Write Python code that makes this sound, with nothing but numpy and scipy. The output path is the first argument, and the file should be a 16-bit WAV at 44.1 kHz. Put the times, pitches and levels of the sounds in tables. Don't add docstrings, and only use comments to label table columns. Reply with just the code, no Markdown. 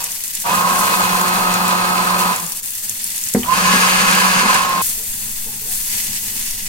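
import sys
import numpy as np
from scipy import signal
from scipy.fft import rfft, irfft
from scipy.io import wavfile

SR = 44100
rng = np.random.default_rng(int(sys.argv[2]) if len(sys.argv) > 2 else 0)


def dump(signal):
    limited = np.clip(np.atleast_2d(signal).T, -1, 1)
    pcm = np.round(limited * 32767).astype(np.int16)
    wavfile.write(sys.argv[1], SR, pcm)


N = 294588
TIME, BINS = np.arange(N) / SR, np.fft.rfftfreq(N, 1 / SR)
JUMP_S = 4.818
PAN_LAG = 50

# frequency in Hz, radians by which the left leads.
BLENDER_LEAD = [(250, -.2), (450, -1.6), (650, -1), (760, -.5), (1040, -.2), (1087, 1.1), (1110, 2),
                (1200, 2), (1700, 2.8), (3000, 1.5), (8000, 1.5)]
# frequency in Hz, left minus right in dB.
PAN_BALANCE = [(500, -2), (2000, -1), (7000, -.7), (9000, 2), (11000, 4.5), (14000, 3.5), (16000, 1.5)]
# start in seconds, strength in dB.
BLOWS = [(2.963, -46), (3.3479, -7.5), (3.736, -19), (4.432, -22)]


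def gain_of(db):
    return 10 ** (np.asarray(db) / 20)


def evened(x):
    return x / np.sqrt(np.mean(x ** 2) + 1e-20)


def spectrum(points):
    hz, value = np.transpose(points)
    return np.interp(np.log(BINS + 1), np.log(hz + 1), value)


def curve(rows):
    return np.interp(TIME, *np.transpose(rows))


def shaped(x, response):
    return irfft(rfft(x) * response, N)


def band(hz, half_width_hz):
    return 1 / (1 + ((BINS - hz) / half_width_hz) ** 4)


def sides(points):
    return gain_of(np.array([[.5], [-.5]]) * spectrum(points))


def drift(hz):
    return evened(shaped(rng.standard_normal(N), band(0, hz)))


def grains(per_s, spread_db):
    size = gain_of(spread_db * np.minimum(rng.exponential(1, N), 5))
    return size * rng.choice([-1, 1], N) * (rng.random(N) < per_s / SR)


def add(mix, s, sound):
    part = mix[max(round(s * SR), 0):][:len(sound)]
    part += sound[:len(part)]


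def swell(start, end, rise_s, fall_db_per_s):
    return (1 - np.exp(-np.maximum(TIME - start, 0) / rise_s)) * gain_of(
        -fall_db_per_s * np.maximum(TIME - end, 0))


def bump(s, width_s):
    return np.exp(-((TIME - s) / width_s) ** 2)


def at_jump(before, after):
    return np.where(TIME < JUMP_S, before, after)


def galley(x, wet_db, t60, lag=0, walls=0.66):
    t = np.arange(SR // 4) / SR
    taps = rng.standard_normal((2, len(t))) * gain_of(-60 * t / 0.092)
    taps /= np.linalg.norm(taps, axis=1, keepdims=True)
    echoes = signal.oaconvolve(x[None], taps, axes=1)[:, :N]
    decay = np.exp(-2 * np.log(1000) / (t60 * SR))
    tail_power = signal.lfilter([0, 1 - decay], [1, -decay], x ** 2 + 1e-20)
    tail = np.sqrt(tail_power) * rng.standard_normal((2, N))
    room = np.sqrt(walls) * echoes + np.sqrt(1 - walls) * tail
    return np.array([np.roll(x, lag), x]) + gain_of(wet_db) * room


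def from_beaker(pair, response):
    # frequency in Hz, coherence of left and right from 0 to 1.
    coherence = [(100, .95), (250, .95), (380, .25), (600, .4), (950, .78), (1300, .72), (1600, .3),
                 (4000, .25), (16000, .1)]
    # frequency in Hz, left minus right in dB.
    balance = [(100, 1.5), (250, -1), (370, -3), (550, -4), (760, 7.5), (1030, -8), (1300, 1.5),
               (2000, -0.5), (7000, -0.5), (12000, 7.5)]
    left, other = rfft(pair) * response
    same = spectrum(coherence)
    right = (same * left + np.sqrt(1 - same ** 2) * other) * np.exp(-1j * spectrum(BLENDER_LEAD))
    return evened(irfft(np.array([left, right]) * sides(balance), N))


def drive(air):
    # start, end, rise and hum's rise in
    # seconds, then relative levels of hum, rattle and churn in dB.
    bursts = [(-1, -.1, .03, .1, -38, -21, -22), (.438, 2.3, .035, .25, -27.3, -19, -22.2),
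              (3.42, 4.9, .095, .12, -33, -22.6, -24.5)]
    # time in seconds, speed in Hz.
    loaded_speed = [(.55, 181), (.7, 181.7), (.87, 179.8), (1.0, 181), (1.3, 181.4), (1.5, 181),
                    (1.9, 181.6), (2.3, 180.7), (3.55, 181.5), (3.75, 184.4), (4.0, 184), (4.4, 185),
                    (4.5, 181), (4.63, 180.3), (4.72, 177.7), (4.82, 176.7)]
    # time in seconds, extra rattle in dB.
    scrapes = [(.56, 1), (.7, 3.5), (1.008, 5), (1.375, 5), (1.73, 3), (3.75, -1), (4.2, -1), (4.46, 5.5),
               (4.502, 5), (4.555, 3)]
    spin_up_s, coast_hz_per_s = .056, 70
    speed, hum, rattle, churn, whine = np.zeros((5, N))
    for down, up, rise, hum_rise, hum_db, rattle_db, churn_db in bursts:
        held, coasting = np.maximum(TIME - down, 0), np.maximum(TIME - up, 0)
        spin = curve(loaded_speed) * (1 - .25 * np.exp(-held / spin_up_s)) - coast_hz_per_s * coasting
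        speed = np.where(TIME >= down, spin, speed)
        shudder = gain_of(-14) * bump(up + 0.14, width_s=0.037)
        hum += gain_of(hum_db) * (swell(down, up, hum_rise, fall_db_per_s=400) + shudder)
        bite_db = 4.5 * np.exp(-held / 0.11)
        rattle += gain_of(rattle_db + bite_db) * swell(down, up, rise, fall_db_per_s=113)
        churn += gain_of(churn_db) * swell(down, up, rise, fall_db_per_s=94)
        whine += swell(down + 0.043, up, rise_s=0.03, fall_db_per_s=113)
    scrape_db = sum(db * bump(s, width_s=0.011) for s, db in scrapes)
    rattle *= gain_of(0.36 + 3.5 * air + scrape_db)
    churn *= gain_of(0.28 + 3 * air)
    return speed, hum, rattle, churn, whine


def motor_hum(turns, air):
    # multiple of shaft speed, left and right relative
    # levels in dB, left lead in radians, change in dB per unit of air in the blade.
    orders = [(1, -4.7, -.7, -.3, 0), (2, -21, -7.5, 2.2, -4), (3, -18, -18, -1.4, 4),
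              (4, -3, -12, -1.4, -5), (5, -14, -7, -.4, 0), (7, 2, 1, 2.3, 3), (14, -27, -24, 0, 16),
              (24, -9, -7, 2.9, 4), (48, -14, -24, -.4, -4)]
    # time in seconds, change in dB.
    bracing = [(.45, 4), (.7, 1.5), (.92, -7), (1.02, 0), (2.3, -0.5), (2.45, 7.5), (3.57, 3.5), (3.66, 12),
               (3.75, 9.5), (4.0, 5.5), (4.39, 8.5), (4.47, 2), (4.62, -5), (4.72, -1)]
    hum = 0
    for order, left_db, right_db, lead, air_db in orders:
        phase = 2 * np.pi * (order * turns + rng.random()) + .15 * drift(50)
        level_db = air_db * air + (order == 1) * curve(bracing) + (1.6 + .8 * air) * drift(23)
        hum = hum + gain_of([left_db + level_db, right_db + level_db]) * np.sin([phase, phase - lead])
    return np.sqrt(2) * gain_of(1.5) * hum


def shaft_whine(speed, turns, air):
    # time in seconds, left and right levels in dB.
    levels = [(0, -42, -42), (.48, -24, -14), (.58, -27, -22), (.72, -18.5, -19), (.95, -37, -25),
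              (1.2, -35, -30), (2.3, -40, -32), (3.53, -25, -13.5), (3.66, -20.5, -33), (3.95, -25, -34),
              (4.38, -23, -19), (4.5, -33, -27), (4.56, -27, -27), (4.62, -25, -22), (4.8, -20.5, -21)]
    s, left_db, right_db = np.transpose(levels)
    gain = gain_of([np.interp(TIME, s, left_db), np.interp(TIME, s, right_db)])
    phase = 2 * np.pi * 6 * turns + .2 * drift(40)
    lead = np.interp(6 * speed, BINS, spectrum(BLENDER_LEAD))
    shake = 1 + (.3 + .3 * air) * drift(35)
    return np.sqrt(2) * np.sin([phase, phase - lead]) * shake * gain


def shaft_rattle(turns):
    # usual pitch in Hz, width in Hz, relative level in dB.
    modes = [(199, 11, 0.5), (275, 53, -12.5), (365.5, 16.6, -7.5), (502, 83, -8.5), (604, 53, -5),
             (756, 37, 0), (872, 60, 0.5), (1018.5, 37.4, 8), (1150, 100, 3), (1252, 111, 4.5),
             (1590, 125, -4.5)]
    # time in seconds, share of the usual pitch.
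    tuning = [(.45, .93), (.56, 1), (2.3, 1), (3.45, .95), (3.54, 1), (3.72, 1.02), (4.15, 1.015),
              (4.27, .99), (4.36, .96), (4.42, .975), (4.49, 1)]
    knock = (0.15 + np.exp(-(turns % 1) / 0.69)) * gain_of(0.39 * drift(22))
    body = sum((-1) ** k * gain_of(db) / (1 + 1j * (BINS ** 2 - hz ** 2) / (width * BINS + 1))
               for k, (hz, width, db) in enumerate(modes))
    rattle = from_beaker(knock * rng.standard_normal((2, N)), body)
    place = np.cumsum(curve(tuning) + .007 * drift(8))
    return np.array([np.interp(place % N, np.arange(N), side) for side in rattle])


def sauce(turns, churn_gain, air):
    # frequency in Hz, relative density in dB.
    churn_colour = [(60, -10), (100, 0), (320, -6), (520, 5), (900, -12), (1350, 4.5), (1680, 6), (2000, 3),
                    (2650, 4.5), (3500, -0.5), (4450, -1), (5700, -5.5), (6700, -3), (10000, -10.5),
                    (16000, -23)]
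    # frequency in Hz, relative density in dB.
    slurp_colour = [(300, -21), (520, -4), (750, -19), (1300, 4.5), (1670, 6.5), (1950, -1), (2650, 6.5),
                    (3600, -4.5), (4600, -0.5), (5700, -10.5), (6600, -1.5), (7600, -6), (8600, -5),
                    (11000, -9), (16000, -21)]
    # frequency in Hz, half-width in Hz, boost in dB.
    air_modes = [(1690, 50, 5.5), (2110, 40, 7), (2237, 25, 2), (2550, 65, -0.5), (4340, 60, 4.5),
                 (5000, 36, 9.5), (5460, 52, 10.5), (6040, 80, 7.5), (6320, 130, 4), (8550, 89, 3.5)]
    slosh = (1 + 0.046 * np.cos(2 * np.pi * turns)) * gain_of(drift(15))
    churn = galley(grains(per_s=5000, spread_db=3.0), wet_db=6, t60=0.039, walls=0.25)
    churn = from_beaker(slosh * churn, gain_of(spectrum(churn_colour)))
    hollow_db = sum(db / (1 + ((BINS - hz) / width) ** 2) for hz, width, db in air_modes)
    slurp = galley(grains(per_s=9000, spread_db=2.0), wet_db=12, t60=0.028, walls=0.35)
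    slurp = from_beaker(slosh * slurp, gain_of(spectrum(slurp_colour) + hollow_db))
    return churn * churn_gain + slurp * gain_of(-15.5) * air


def blender():
    # start and end in seconds, strength in dB.
    gulps = [(3.479, 4.416, 0), (4.449, 4.547, 2.5)]
    air = sum(gain_of(db) * swell(start, end, rise_s=0.063, fall_db_per_s=154)
              for start, end, db in gulps)
    speed, hum_gain, rattle_gain, churn_gain, whine_gain = drive(air)
    wobble = (.0012 + .005 * air) * drift(25)
    turns = np.cumsum(speed * (1 + wobble)) / SR
    beaker = shaft_rattle(turns) * rattle_gain + sauce(turns, churn_gain, air)
    motor = motor_hum(turns, air) * hum_gain + shaft_whine(speed, turns, air) * whine_gain
    return (motor + beaker) * at_jump(1, 0)


def fizz_gain():
    # time in seconds, level in dB.
    steady = [(0, -25.5), (1.3, -24.5), (1.9, -27.5), (2.7, -24.5), (3.25, -24.5), (3.45, -27.5),
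              (3.7, -27.5), (4.3, -26), (4.45, -32), (4.72, -29.5), (5.1, -22.7), (5.55, -25.5),
              (6.4, -22.5), (6.68, -26.5)]
    # start, rise and decay in seconds, peak in dB.
    flares = [(.53, 0.024, 0.077, -22.5), (.72, 0.066, 0.27, -21), (2.16, 0.054, 0.023, -20.5),
              (3.0, 0.19, 0.096, -27.5), (4.812, 0.0086, 0.13, -17), (4.83, .045, 0.072, -19.5),
              (5.64, 0.081, 0.34, -20.5), (5.88, 0.12, 0.061, -22)]
    power = gain_of(curve(steady)) ** 2
    for s, rise, decay, db in flares:
        surge = np.clip((TIME - s) / rise, 0, 1) * np.exp(-np.maximum(TIME - s - rise, 0) / decay)
        power += (gain_of(db) * surge) ** 2
    return np.sqrt(power)


def frying():
    # frequency in Hz, relative density in dB.
    fizz_colour = [(200, -29), (650, -24), (1500, -16), (3000, -12), (5200, -8.5), (7000, -2), (8300, -1.5),
                   (10500, 0), (13000, -1.7), (15500, -2.7), (17000, -8)]
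    # frequency in Hz, relative density in dB.
    wet_colour = [(200, -5.5), (650, -11.5), (1100, -10.5), (1350, -8), (1650, -2), (2100, 5), (2800, 4),
                  (3700, 1.5), (4500, 4), (5400, 5.5), (6500, 7), (8500, 4.5), (14000, -16)]
    # time in seconds, level of the wet frying in dB.
    wet_level = [(0, -25), (.2, -34), (.8, -29.5), (1.5, -39), (2.3, -34), (2.85, -36.5), (3.05, -31.5),
                 (3.4, -32), (5.6, -35.5), (5.88, -33.5), (5.94, -24.5), (6.2, -28.5), (6.68, -29)]
    # time in seconds, dip in dB.
    lulls = [(.08, -5), (.325, -2), (.447, -2), (2.617, -10), (3.365, -3.5)]
    sputter_db = at_jump(1.0, .3)
    fine = grains(per_s=5500, spread_db=0.5) * gain_of(sputter_db * drift(37))
    coarse = grains(per_s=2600, spread_db=4.5) * gain_of(sputter_db * drift(26))
    fizz = galley(fine, wet_db=7, t60=.06, lag=PAN_LAG, walls=.55)
    wet = galley(coarse, wet_db=7, t60=.06, lag=PAN_LAG, walls=.6)
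    fizz = evened(shaped(fizz, gain_of(spectrum(fizz_colour)) * sides(PAN_BALANCE)))
    wet = evened(shaped(wet, gain_of(spectrum(wet_colour)) * sides(PAN_BALANCE)))
    finest = shaped(fizz, 1 / (1 + (11000 / (BINS + 1)) ** 8))
    fizz = (fizz - finest) * gain_of(.9 * drift(31)) + finest * gain_of(.9 * drift(60))
    lull_db = sum(db * bump(s, width_s=0.012) for s, db in lulls)
    return (fizz * fizz_gain() + wet * gain_of(curve(wet_level))) * gain_of(lull_db)


def pops():
    out, t = np.zeros(N), np.arange(SR // 100) / SR
    pitches, decay_cycles = np.geomspace(3000, 14000, 12), 1.5
    for hz in pitches:
        pop = hz ** .8 * np.sin(2 * np.pi * hz * t) * np.exp(-hz * t / decay_cycles)
        out += signal.oaconvolve(grains(per_s=110 / len(pitches), spread_db=2.8), pop)[:N]
    heard = galley(out, wet_db=-2, t60=.05, lag=PAN_LAG, walls=.4)
    low_cut = BINS ** 2 / (BINS ** 2 + 1800 ** 2)
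    return evened(shaped(heard, sides(PAN_BALANCE) * low_cut)) * at_jump(gain_of(-35.5), 0)


def gas_ring():
    # frequency in Hz, relative density in dB.
    flame_colour = [(10, -14), (30, -16), (70, -5), (115, 4.5), (165, -3.5), (210, 7), (320, -17.5),
                    (450, -8), (650, -33), (850, -8), (1050, -18), (2000, -40)]
    # frequency in Hz, relative density in dB.
    draught_colour = [(1.5, -10), (3, 0), (6, -2), (12, -9), (25, -17), (50, -23), (120, -38), (400, -75)]
    mid, side, air = rng.standard_normal((3, N))
    pair = np.array([mid + 0.07 * side, mid - 0.43 * side])
    flame = evened(shaped(pair, gain_of(spectrum(flame_colour))))
    draught = evened(shaped(air, gain_of(spectrum(draught_colour))))
    flutter_db = 2 * drift(7.6)
    return flame * gain_of(at_jump(-50, -44) + flutter_db) + draught * gain_of(at_jump(-46.5, -33.5))


def spits_and_splatter():
    # start in seconds, relative level in dB, ring in Hz.
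    snaps = [(0.0408, -4, 6890), (0.1185, -9, 11800), (0.2374, -9, 10100), (0.279, -10, 8310),
             (0.3513, -7, 7100), (0.4, -11, 7700), (0.419, -12, 12500), (0.4954, -15, 6940),
             (0.5516, -10, 10500), (0.5954, -12, 2720), (1.1224, -10, 4410), (1.1444, -12, 2670),
             (1.2135, -6.5, 7240), (1.2824, -11, 5910), (1.54, -6, 7200), (1.6794, -8.5, 7000),
             (2.1914, -9, 2760), (2.361, -8, 7610), (2.3989, -11, 7620), (2.4643, -9.5, 11000),
             (2.5207, -7, 11600), (2.571, -12, 11400), (2.6304, -15, 7300), (2.6584, -9, 9820),
             (2.7053, -11.5, 10600), (2.7521, -10, 12400), (2.8569, -15, 12500), (2.8953, -6, 6400),
             (3.042, -6, 8900), (3.0758, -12, 8380), (3.1353, -17, 6900), (3.1614, -12, 11100),
             (3.1794, -9, 13000), (3.2131, -12, 9180), (3.2383, -7, 6850), (3.2715, -11, 7690),
             (3.2867, -6, 9030), (3.3378, -4.5, 7670), (4.1106, -5, 2500), (4.1504, -4, 2540),
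             (4.5441, -6, 2840), (4.6207, -11, 2780), (6.3939, -10, 10000), (6.5087, -8, 9960)]
    # frequency in Hz, gain in dB.
    colour = [(200, -39), (1500, -35), (3000, -46), (4500, -8.5), (7000, 2), (10500, 0.5), (15500, -7)]
    out, t = np.zeros(N), np.arange(SR // 15) / SR
    snap = 1.1 * np.exp(-t / .0004) + .28 * np.exp(-t / .003)
    spray = 0.028 * np.exp(-t / 0.011)
    for s, db, hz in snaps:
        ring = 0.49 * np.sin(2 * np.pi * hz * t) * np.exp(-t / 0.00098)
        add(out, s, gain_of(db - 1) * (rng.choice([-1, 1], len(t)) * (snap + spray) + ring))
    heard = galley(out, wet_db=-3, t60=.05, lag=PAN_LAG, walls=.3)
    return shaped(heard, gain_of(spectrum(colour)) * sides(PAN_BALANCE))


def worktop():
    # frequency in Hz, relative level in dB, seconds to fall 60 dB.
    modes = [(170, -16, .07), (208, 0.5, 0.18), (244, -2.5, 0.26), (286, -9, 0.093), (355, -12, 0.14),
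             (376, -9.5, 0.23), (421, -7, 0.13), (461, -5.5, 0.14), (517, -14, 0.15), (759, -15, 0.16),
             (834, -21, .06), (920, -22, 0.22), (1055, -24, 0.091), (1630, -30, 0.041), (1970, -30, 0.043)]
    contact_s = 0.0011
    wood, cracks, t = np.zeros(N), np.zeros(N), np.arange(SR // 2) / SR
    ring = -sum(gain_of(db - 60 * t / t60) * np.sin(2 * np.pi * hz * t) for hz, db, t60 in modes)
    for s, db in BLOWS:
        add(wood, s, gain_of(db) * ring * (1 - np.exp(-t / contact_s)))
        add(cracks, s, gain_of(db) * rng.standard_normal(len(t)) * np.exp(-t / 0.0023))
    dull = BINS ** 2 / (BINS ** 2 + 350 ** 2) / (1 + (BINS / 2250) ** 14)
    crack = shaped(galley(cracks, wet_db=0, t60=0.17, walls=0.3), dull)
    boom = shaped(galley(wood, wet_db=-3, t60=.11, walls=.08) - wood, band(330, 190))
    low_cut = signal.butter(2, 110, "highpass", fs=SR, output="sos")
    return signal.sosfilt(low_cut, wood) + gain_of(7) * crack + boom


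def cabinet():
    t60 = 1.7
    fade = sum(gain_of(db) * swell(s, s, rise_s=.005, fall_db_per_s=60 / t60) for s, db in BLOWS)
    return gain_of(-26.5) * fade * evened(shaped(rng.standard_normal(N), band(66, 40)))


def button():
    out, t = np.zeros(N), np.arange(SR // 50) / SR
    add(out, 3.431, gain_of(-15) * rng.standard_normal(len(t)) * np.exp(-t / 0.0027))
    return shaped(galley(out, wet_db=9.5, t60=0.046), band(2600, 900))


def pan_rubs():
    # start in seconds, pitch in Hz, length in seconds, relative level in dB.
    shifts = [(4.942, 453, 0.14, -49.5), (5.44, 826, 0.12, -50), (5.449, 450, 0.05, -47),
              (5.559, 455, 0.18, -50.5), (5.65, 757, 0.13, -51.5), (6.297, 204, 0.12, -57)]
    out = np.zeros(N)
    for s, hz, length, db in shifts:
        t = np.arange(int(length * SR)) / SR
        slip = rng.standard_normal(len(t)).cumsum() / np.sqrt(SR)
        add(out, s, gain_of(db) * np.hanning(len(t)) * np.sin(2 * np.pi * hz * t + 20 * slip))
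    return out * (1.8 + .5 * drift(40))


def scene():
    return (blender() + frying() + pops() + gas_ring() + spits_and_splatter()
            + worktop() + cabinet() + button() + pan_rubs())


def record(dry):
    high_cut = signal.firwin(401, 16000, window=("kaiser", 9), fs=SR)
    return signal.oaconvolve(np.clip(dry, -1, 1), high_cut[None], "same")


dry = scene()
out = record(dry)
dump(out)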